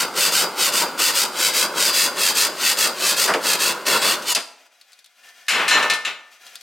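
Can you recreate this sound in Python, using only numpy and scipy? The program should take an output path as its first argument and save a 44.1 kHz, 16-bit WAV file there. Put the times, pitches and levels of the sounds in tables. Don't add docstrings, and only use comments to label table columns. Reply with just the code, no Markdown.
import sys
import numpy as np
from scipy import signal
from scipy.fft import rfft, irfft, next_fast_len
from scipy.io import wavfile
from scipy.ndimage import uniform_filter1d, map_coordinates

SR = 44100
rng = np.random.default_rng(int(sys.argv[2]) if len(sys.argv) > 2 else 0)


def file_out(sig):
    cols = np.atleast_2d(sig).T
    lim = np.clip(cols, -1, 1)
    pcm = np.round(lim * 32767).astype(np.int16)
    wavfile.write(sys.argv[1], SR, pcm)


N = 291942
TIME = np.arange(N) / SR

# start/s, end/s, rise/s, level/dB, rumble surge/dB
STROKES = [(-.059, .04, 0.021, -22, -24.5), (.169, .294, .022, -20, -24.5), (.322, .442, .016, -20.5, -22),
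           (.587, .697, 0.023, -20, -25.5), (.732, .839, 0.017, -21.5, -21.5),
           (.99, 1.114, .013, -20, -25.5), (1.147, 1.252, 0.015, -20.5, -27.5),
           (1.386, 1.502, 0.041, -19.5, -25.5), (1.541, 1.652, .019, -20, -23),
           (1.775, 1.906, .027, -20, -23.5), (1.936, 2.076, .019, -21, -24.5),
           (2.188, 2.317, .03, -20.5, -25), (2.356, 2.47, .015, -20, -25), (2.622, 2.733, 0.047, -19, -27),
           (2.778, 2.88, .015, -20.5, -24.5), (3.019, 3.137, 0.05, -20.5, -24.5),
           (3.172, 3.272, .017, -20.5, -26.5), (3.448, 3.56, 0.029, -20.5, -23.5),
           (3.599, 3.72, .013, -21, -25), (3.864, 3.985, .009, -19, -32), (4.017, 4.144, 0.019, -19, -25),
           (4.275, 4.345, 0.021, -22.5, -36)]
# t/s, extra rumble/dB
LOOSENESS = [(3.45, -4.5), (3.95, 12.5), (4.13, 8), (4.24, -7.5)]


def sawing():
    speed, rasp, hiss, shake = arm()
    stroke_ends = np.array(STROKES)[:, :2].ravel()
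    travel = np.interp(TIME, stroke_ends, np.resize([-1, 1, 1, -1], len(stroke_ends)))
    cut = cutting(speed, travel, rasp, hiss) + rasp * bending_waves(travel)
    twang = blade_song(speed / level(LOOSENESS), lag_s=.028, waver_db=2)
    return cut + twang + shake * panel_rumble(speed)


def arm():
    # fall/s, hiss over rasp/dB, first surge over last/dB, last surge's decay/s
    push, pull = (.0245, 1, -4.5, .07), (.022, -.0011, -1.2, .027)
    speed, rasp, hiss, surge_power = np.zeros((4, N))
    for k, (start, end, rise, db, surge_db) in enumerate(STROKES):
        fall, hiss_db, first_db, dies_s = pull if k % 2 else push
        bite = swell(start, end, rise, fall)
        speed += bite
        rasp += from_db(db) * bite
        hiss += from_db(db + hiss_db) * bite ** 1.38
        surge_power += (from_db(surge_db + first_db) * surge(start + .018, dies_s=.041)) ** 2
        surge_power += (from_db(surge_db) * surge(end - .008, dies_s)) ** 2
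    breakout_s, drag = 4.334, from_db(-48.5)
    in_cut = (1 + np.tanh((breakout_s - TIME) / .008)) / 2
    loose = level(LOOSENESS)
    stroke_rumble, turn_rumble = from_db(-33.5) * loose * speed, from_db(-37.5)
    shake = np.sqrt(surge_power + stroke_rumble ** 2 + turn_rumble ** 2)
    hiss = (hiss + drag) / loose ** .36
    return in_cut * np.array([speed, rasp + drag, hiss, shake])


def teeth(speed, uneven_db, friction):
    teeth_per_s = 1100 * speed * (1 + .17 * drift(300))
    passed = np.floor(np.cumsum(teeth_per_s) / SR)
    chip_size = from_db(uneven_db * np.clip(rng.standard_normal(N), -2, 2))
    chips = np.diff(passed, prepend=0) * chip_size / np.sqrt(speed)
    edges = rms_one(np.diff(chips, prepend=0))
    return .93 * edges + rms_one(chips - chips.mean()) + friction * rng.standard_normal(N)


def cutting(speed, travel, rasp, hiss):
    # f/Hz, level/dB
    rasp_curve = [(700, -25), (1400, 2.5), (2100, 2), (3300, 3), (4600, 4), (5600, -16), (8000, -26)]
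    hiss_curve = [(3500, -22), (5200, 5), (6500, 4.5), (8300, 3.5), (10000, -2.5), (12500, -4.5),
                  (14000, -6), (16000, -15)]
    # f/Hz, width/Hz, level/dB
    resonances = [(2630, 110, -2), (3300, 60, -8), (4520, 130, -8), (7480, 110, -7), (8470, 200, -4),
                  (9020, 110, -7), (13950, 140, -9)]
    slide = .03 * travel + .06 * drift(4) + .006 * drift(70)
    chips = teeth(.35 + speed * np.cos(travel), uneven_db=7, friction=.66)
    grain = retuned(sheet(chips, t60=.037, direct=.2), slide)
    grain /= np.sqrt(uniform_filter1d(grain ** 2, SR // 50) + 1e-9)
    cut = from_db(-1) * rasp * coloured(grain, rasp_curve)
    cut += from_db(-2.5) * hiss * coloured(grain, hiss_curve)
    return cut + from_db(-8) * rasp * resonate(rng.standard_normal(N), resonances)


def bending_waves(travel):
    # f/Hz, level/dB
    waves = [(2500, -19), (4200, -27), (5300, -16.5), (6900, -15), (8400, -14), (10300, -21)]
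    out = 0
    for k, (hz, db) in enumerate(waves):
        pitch = hz * (1 + .066 * travel * (-1) ** k + .038 * drift(4))
        flares = rms_one(drift(110) * from_db(3.5 * drift(22)))
        out += from_db(db) * flares * sine(pitch)
    return out


def blade_song(bite, lag_s, waver_db):
    # f/Hz, level/dB
    notes = [(4795, -35), (4889, -39)]
    hold = np.exp(-1 / (lag_s * SR))
    stored = signal.lfilter([1 - hold], [1, -hold], bite)
    out, shared_waver = 0, drift(7.12)
    for hz, db in notes:
        gain = from_db(db + waver_db * (shared_waver + drift(18)))
        out += gain * stored * np.sqrt(2) * sine(hz + 5 * drift(40))
    return out


def panel_rumble(speed):
    # f/Hz, level/dB
    rumble_curve = [(60, -52), (130, -22), (165, -4.5), (290, -6.5), (380, 0), (520, 1), (780, 1),
                    (1100, 1.5), (1500, -1.5), (2000, -16.5), (3200, -13), (6000, -30)]
    # f/Hz, width/Hz, level/dB
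    resonances = [(235, 25, -9), (365, 48, -3), (512, 45, 0), (620, 50, -3), (804, 40, -7), (1110, 50, -5),
                  (1420, 250, 2), (2070, 80, -2)]
    chips = teeth(.3 + speed * .5, uneven_db=4.5, friction=1)
    grain = retuned(sheet(chips, t60=.021, direct=2.4), .08 * drift(9))
    hollow = resonate(rng.standard_normal(N), resonances)
    return from_db(-1) * coloured(grain, rumble_curve) + from_db(-9.5) * hollow


def squeals(rough_hz):
    # centre t/s, half-length/s, f/Hz, glide/(Hz per s), level/dB
    chirps = [(.235, .025, 2660, -1000, -26), (.19, .02, 9050, -2000, -31), (1.025, .02, 2680, 9000, -26),
              (2.665, .025, 2620, 1500, -27), (3.05, .025, 2620, 0, -28), (3.045, .018, 1180, 0, -28),
              (3.96, .025, 1380, 0, -23), (4.095, .02, 8500, -8000, -28), (4.305, .025, 2950, -5000, -26),
              (4.295, .018, 4200, -4000, -28), (4.315, .018, 6900, -6000, -27),
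              (4.32, .022, 980, -1000, -32), (4.322, .01, 10500, -8000, -29)]
    out, t = np.zeros(N), TIME[:SR // 5] - TIME[SR // 10]
    for s, half_length, hz, glide, db in chirps:
        pitch = hz + glide * t + rough_hz * rms_one(band(rng.standard_normal(len(t)), 30, 300))
        add(out, s + t[0], from_db(db) * np.sqrt(2) * np.exp(-(t / half_length) ** 2) * sine(pitch))
    return out


def snags():
    # t/s, thump/dB, clank/dB, clank f/Hz, crack/dB, chatter/s, t60/s, ring/dB
    hits = [(2.17, -27, -34, 1499, -31, .004, 0.079, -48),
            (3.278, -14.5, -22.5, 1412, -25.5, 0.025, 0.2, -49),
            (3.338, -18, -16.5, 2100, -24.5, .002, 0.1, -42),
            (3.343, -21.5, -17.5, 540, -37, 0.0074, 0.23, -38), (3.808, -39, -41, 1500, -48, .004, .1, -52),
            (3.865, -40, -29, 2470, -22.5, 0.0044, 0.1, -44),
            (4.2218, -39, -43, 2207, -33, .004, 0.14, -45), (4.32, -34, -46, 2900, -33, .005, 0.083, -38),
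            (4.349, -37, -31, 3800, -12.5, 0.0033, 0.064, -38),
            (4.3575, -21, -21.5, 2915, -23, 0.0028, 0.19, -17)]
    # f/Hz, level/dB, t60/s
    modes = [(620, -20, .33), (680, -17, .38), (2670, -8, .23), (4797, -1, .16), (4899, -12, .24),
             (6858, -19, .23), (8328, -20, .18), (9480, -23, .28), (10750, -14, .08)]
    return blows(hits, modes, thump_rise_share=.066, crack_hold_share=.5)


def dropped_saw():
    # t/s, thump/dB, clank/dB, clank f/Hz, crack/dB, chatter/s, t60/s, ring/dB
    hits = [(5.4829, -19, -20.5, 2250, -22.5, 0.13, 0.47, -27),
            (5.68, -17, -22.5, 2600, -21, 0.11, 0.44, -26),
            (5.711, -43, -21.5, 1410, -42, 0.097, 0.13, -23),
            (5.8271, -9, -41, 2200, -30, 0.0048, 0.18, -27),
            (5.899, -22, -24, 2980, -20.5, 0.025, 0.12, -24.5),
            (5.935, -21, -22.5, 2940, -25, 0.0033, 0.15, -38),
            (6.0495, -26, -25.5, 2580, -33, 0.032, 0.23, -29.5)]
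    # f/Hz, level/dB, t60/s
    modes = [(1244, -7, .4), (1474, -7, .4), (1781, 0, .5), (2135, -6, .33), (2302, -8, .33),
             (2469, -5, .33), (2584, -4.5, .34), (2669, -3, .26), (2812, -7, .24), (2907, -6, .22),
             (3031, -10, .3), (3690, -9, .33), (4005, -9, .26), (4130, -4, .27), (4710, -12, .28),
             (5060, -14, .32), (5459, -11, .2), (6094, -12, .2), (6850, -11, .16), (7430, -12, .14)]
    return blows(hits, modes, thump_rise_share=.22, crack_hold_share=.053)


def blows(hits, modes, thump_rise_share, crack_hold_share):
    # f/Hz, level/dB
    thump_curve = [(40, -50), (100, -27.5), (170, -9.5), (300, -7), (550, -2.5), (1000, 1), (1400, 2.5),
                   (2500, -14), (6000, -33)]
    out, t = np.zeros(N), TIME[:SR]
    for s, thump_db, clank_db, clank_hz, crack_db, chatter, t60, ring_db in hits:
        thump, clank, crack = rng.standard_normal((3, len(t)))
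        thump = coloured(thump, thump_curve) * (1 - np.exp(-t / (thump_rise_share * t60)))
        clank = rms_one(band(clank, clank_hz / 1.47, clank_hz * 1.4))
        crack = rms_one(signal.lfilter([1], [1, -.6], band(crack, 3200, 10600)))
        sound = (from_db(thump_db) * thump + from_db(clank_db) * clank) * fade(t, t60, chatter)
        sound += from_db(crack_db) * crack * fade(t, t60, crack_hold_share * chatter)
        for (hz, db, mode_t60), luck in zip(modes, rng.standard_normal(len(modes))):
            beat = 1 + .45 * np.cos(2 * np.pi * 11 * luck * t)
            ring = from_db(ring_db + db + 2 * luck) * fade(t, mode_t60, chatter / 2)
            sound += np.sign(luck) * beat * ring * np.sin(2 * np.pi * hz * t)
        add(out, s, sound)
    return out


def handling_ticks():
    # t/s, relative level/dB
    ticks = [(4.813, -41), (4.9195, -45), (4.931, -40.5), (4.99, -41.5), (5.044, -41), (5.0603, -42),
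             (5.289, -41), (5.466, -43), (6.3165, -48), (6.466, -38.5), (6.555, -28), (6.61, -36)]
    out, t = np.zeros(N), TIME[:SR // 5]
    for s, db in ticks:
        noise = rng.standard_normal(len(t))
        click = rms_one(band(noise, 1500, 10200)) * fade(t, t60=.038)
        ring = from_db(-6.5) * rms_one(band(noise, 3300, 5050)) * fade(t, t60=.1)
        add(out, s, from_db(db - 4) * (click + ring))
    return out


def rubbing():
    # start/s, end/s, level/dB
    slides = [(4.79, 5.06, -73), (5.186, 5.5, -56), (6.313, 6.36, -48.5), (6.428, 6.7, -49)]
    # f/Hz, level/dB
    rub_curve = [(35, -53), (60, -34), (300, -22), (600, -8.5), (1220, -8.5), (1740, -4), (3340, -7),
                 (6000, -11.5), (16000, -24)]
    sliding = sum(from_db(db) * swell(start, end, .03, .046) for start, end, db in slides)
    friction = coloured(sheet(rng.standard_normal(N), t60=.12, direct=1), rub_curve)
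    return (from_db(-59) + sliding) * friction * from_db(2.7 * drift(36))


def frame_hum():
    hum = resonate(rng.standard_normal(N), [(1780, 14, 0)])
    return from_db(-55) * swell(5.225, 6.35, attack=.015, release=.2) * hum


def workshop(x):
    # f/Hz, t60/s
    decay_curve = [(100, 0.2), (600, 0.87), (2000, 0.52), (5000, 0.48), (15000, 0.36)]
    t, tail = TIME[:SR], 0
    for low in 60 * 2. ** np.arange(8):
        octave = band(rng.standard_normal(len(t)), low, 2 * low)
        tail += octave * fade(t, at_hz(decay_curve, low * np.sqrt(2)))
    tail *= 1 - np.exp(-t / .032)
    return signal.fftconvolve(x, tail / np.linalg.norm(tail))[:N]


def placed(x, lean, width_db):
    apart = lean * x + from_db(width_db) * retuned(sheet(x, t60=.23, direct=0), .006 * drift(22))
    side = .71 * band(apart, 730, 20000) + .47 * band(apart, 4000, 20000)
    return x + side * [[1], [-1]]


def sheet(x, t60, direct):
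    t = TIME[:SR // 4]
    modes = rfft(rng.standard_normal(len(t)) * fade(t, t60))
    modes /= np.sqrt(uniform_filter1d(abs(modes) ** 2, size=160))
    ringing = irfft(modes, len(t))[:len(t) - SR // 100]
    return signal.fftconvolve(x, ringing / np.linalg.norm(ringing))[:N] + direct * x


def resonate(x, resonances):
    out = 0
    for hz, width, db in resonances:
        r = np.exp(-np.pi * width / SR)
        poles = [1, -2 * r * np.cos(2 * np.pi * hz / SR), r * r]
        out += from_db(db) * rms_one(signal.lfilter([1, 0, -1], poles, x))
    return rms_one(out)


def retuned(x, shift):
    return map_coordinates(x, [np.arange(N) + np.cumsum(shift - shift.mean())], order=3, mode="mirror")


def coloured(x, curve):
    size = next_fast_len(len(x))
    gain = from_db(at_hz(curve, np.fft.rfftfreq(size, 1 / SR)))
    return rms_one(irfft(rfft(x, size) * gain, size)[:len(x)])


def surge(s, dies_s, build_s=.042):
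    return np.exp(-np.maximum((s - TIME) / build_s, (TIME - s) / dies_s))


def swell(start, end, attack, release):
    return (1 + np.tanh((TIME - start) / attack)) / 2 * (1 + np.tanh((end - TIME) / release)) / 2


def fade(t, t60, hold_s=0):
    return from_db(-60 * np.maximum(t - hold_s, 0) / t60)


def drift(rate):
    knots = rng.standard_normal(4096)
    return rms_one(np.interp(TIME * rate, np.arange(len(knots)), knots))


def level(rows):
    return from_db(np.interp(TIME, *np.transpose(rows)))


def at_hz(curve, hz):
    freqs, values = np.transpose(curve)
    return np.interp(np.log(hz + 1e-9), np.log(freqs), values)


def band(x, low_hz, high_hz):
    return signal.sosfilt(signal.butter(2, [low_hz, high_hz], "band", fs=SR, output="sos"), x)


def sine(hz):
    return np.sin(2 * np.pi * np.cumsum(hz) / SR)


def add(out, s, sound):
    i = max(round(s * SR), 0)
    out[i:i + len(sound)] += sound[:N - i]


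def from_db(db):
    return 10 ** (np.asarray(db) / 20)


def rms_one(x):
    return x / np.sqrt(np.mean(x ** 2) + 1e-20)


def scene():
    saw = sawing() + squeals(rough_hz=27) + snags()
    aside = dropped_saw() + handling_ticks() + rubbing() + frame_hum()
    saw += from_db(-18.5) * workshop(saw)
    aside += from_db(-16.5) * workshop(aside)
    return placed(saw, lean=.049, width_db=-15) + placed(aside, lean=.21, width_db=-12)


def record(dry):
    thin = signal.sosfilt(signal.butter(3, 105, "high", fs=SR, output="sos"), dry)
    rounded = .98 * np.tanh(thin / 1.017)
    return signal.sosfiltfilt(signal.ellip(10, .1, 60, 16000, fs=SR, output="sos"), rounded)


dry = scene()
out = record(dry)
file_out(out)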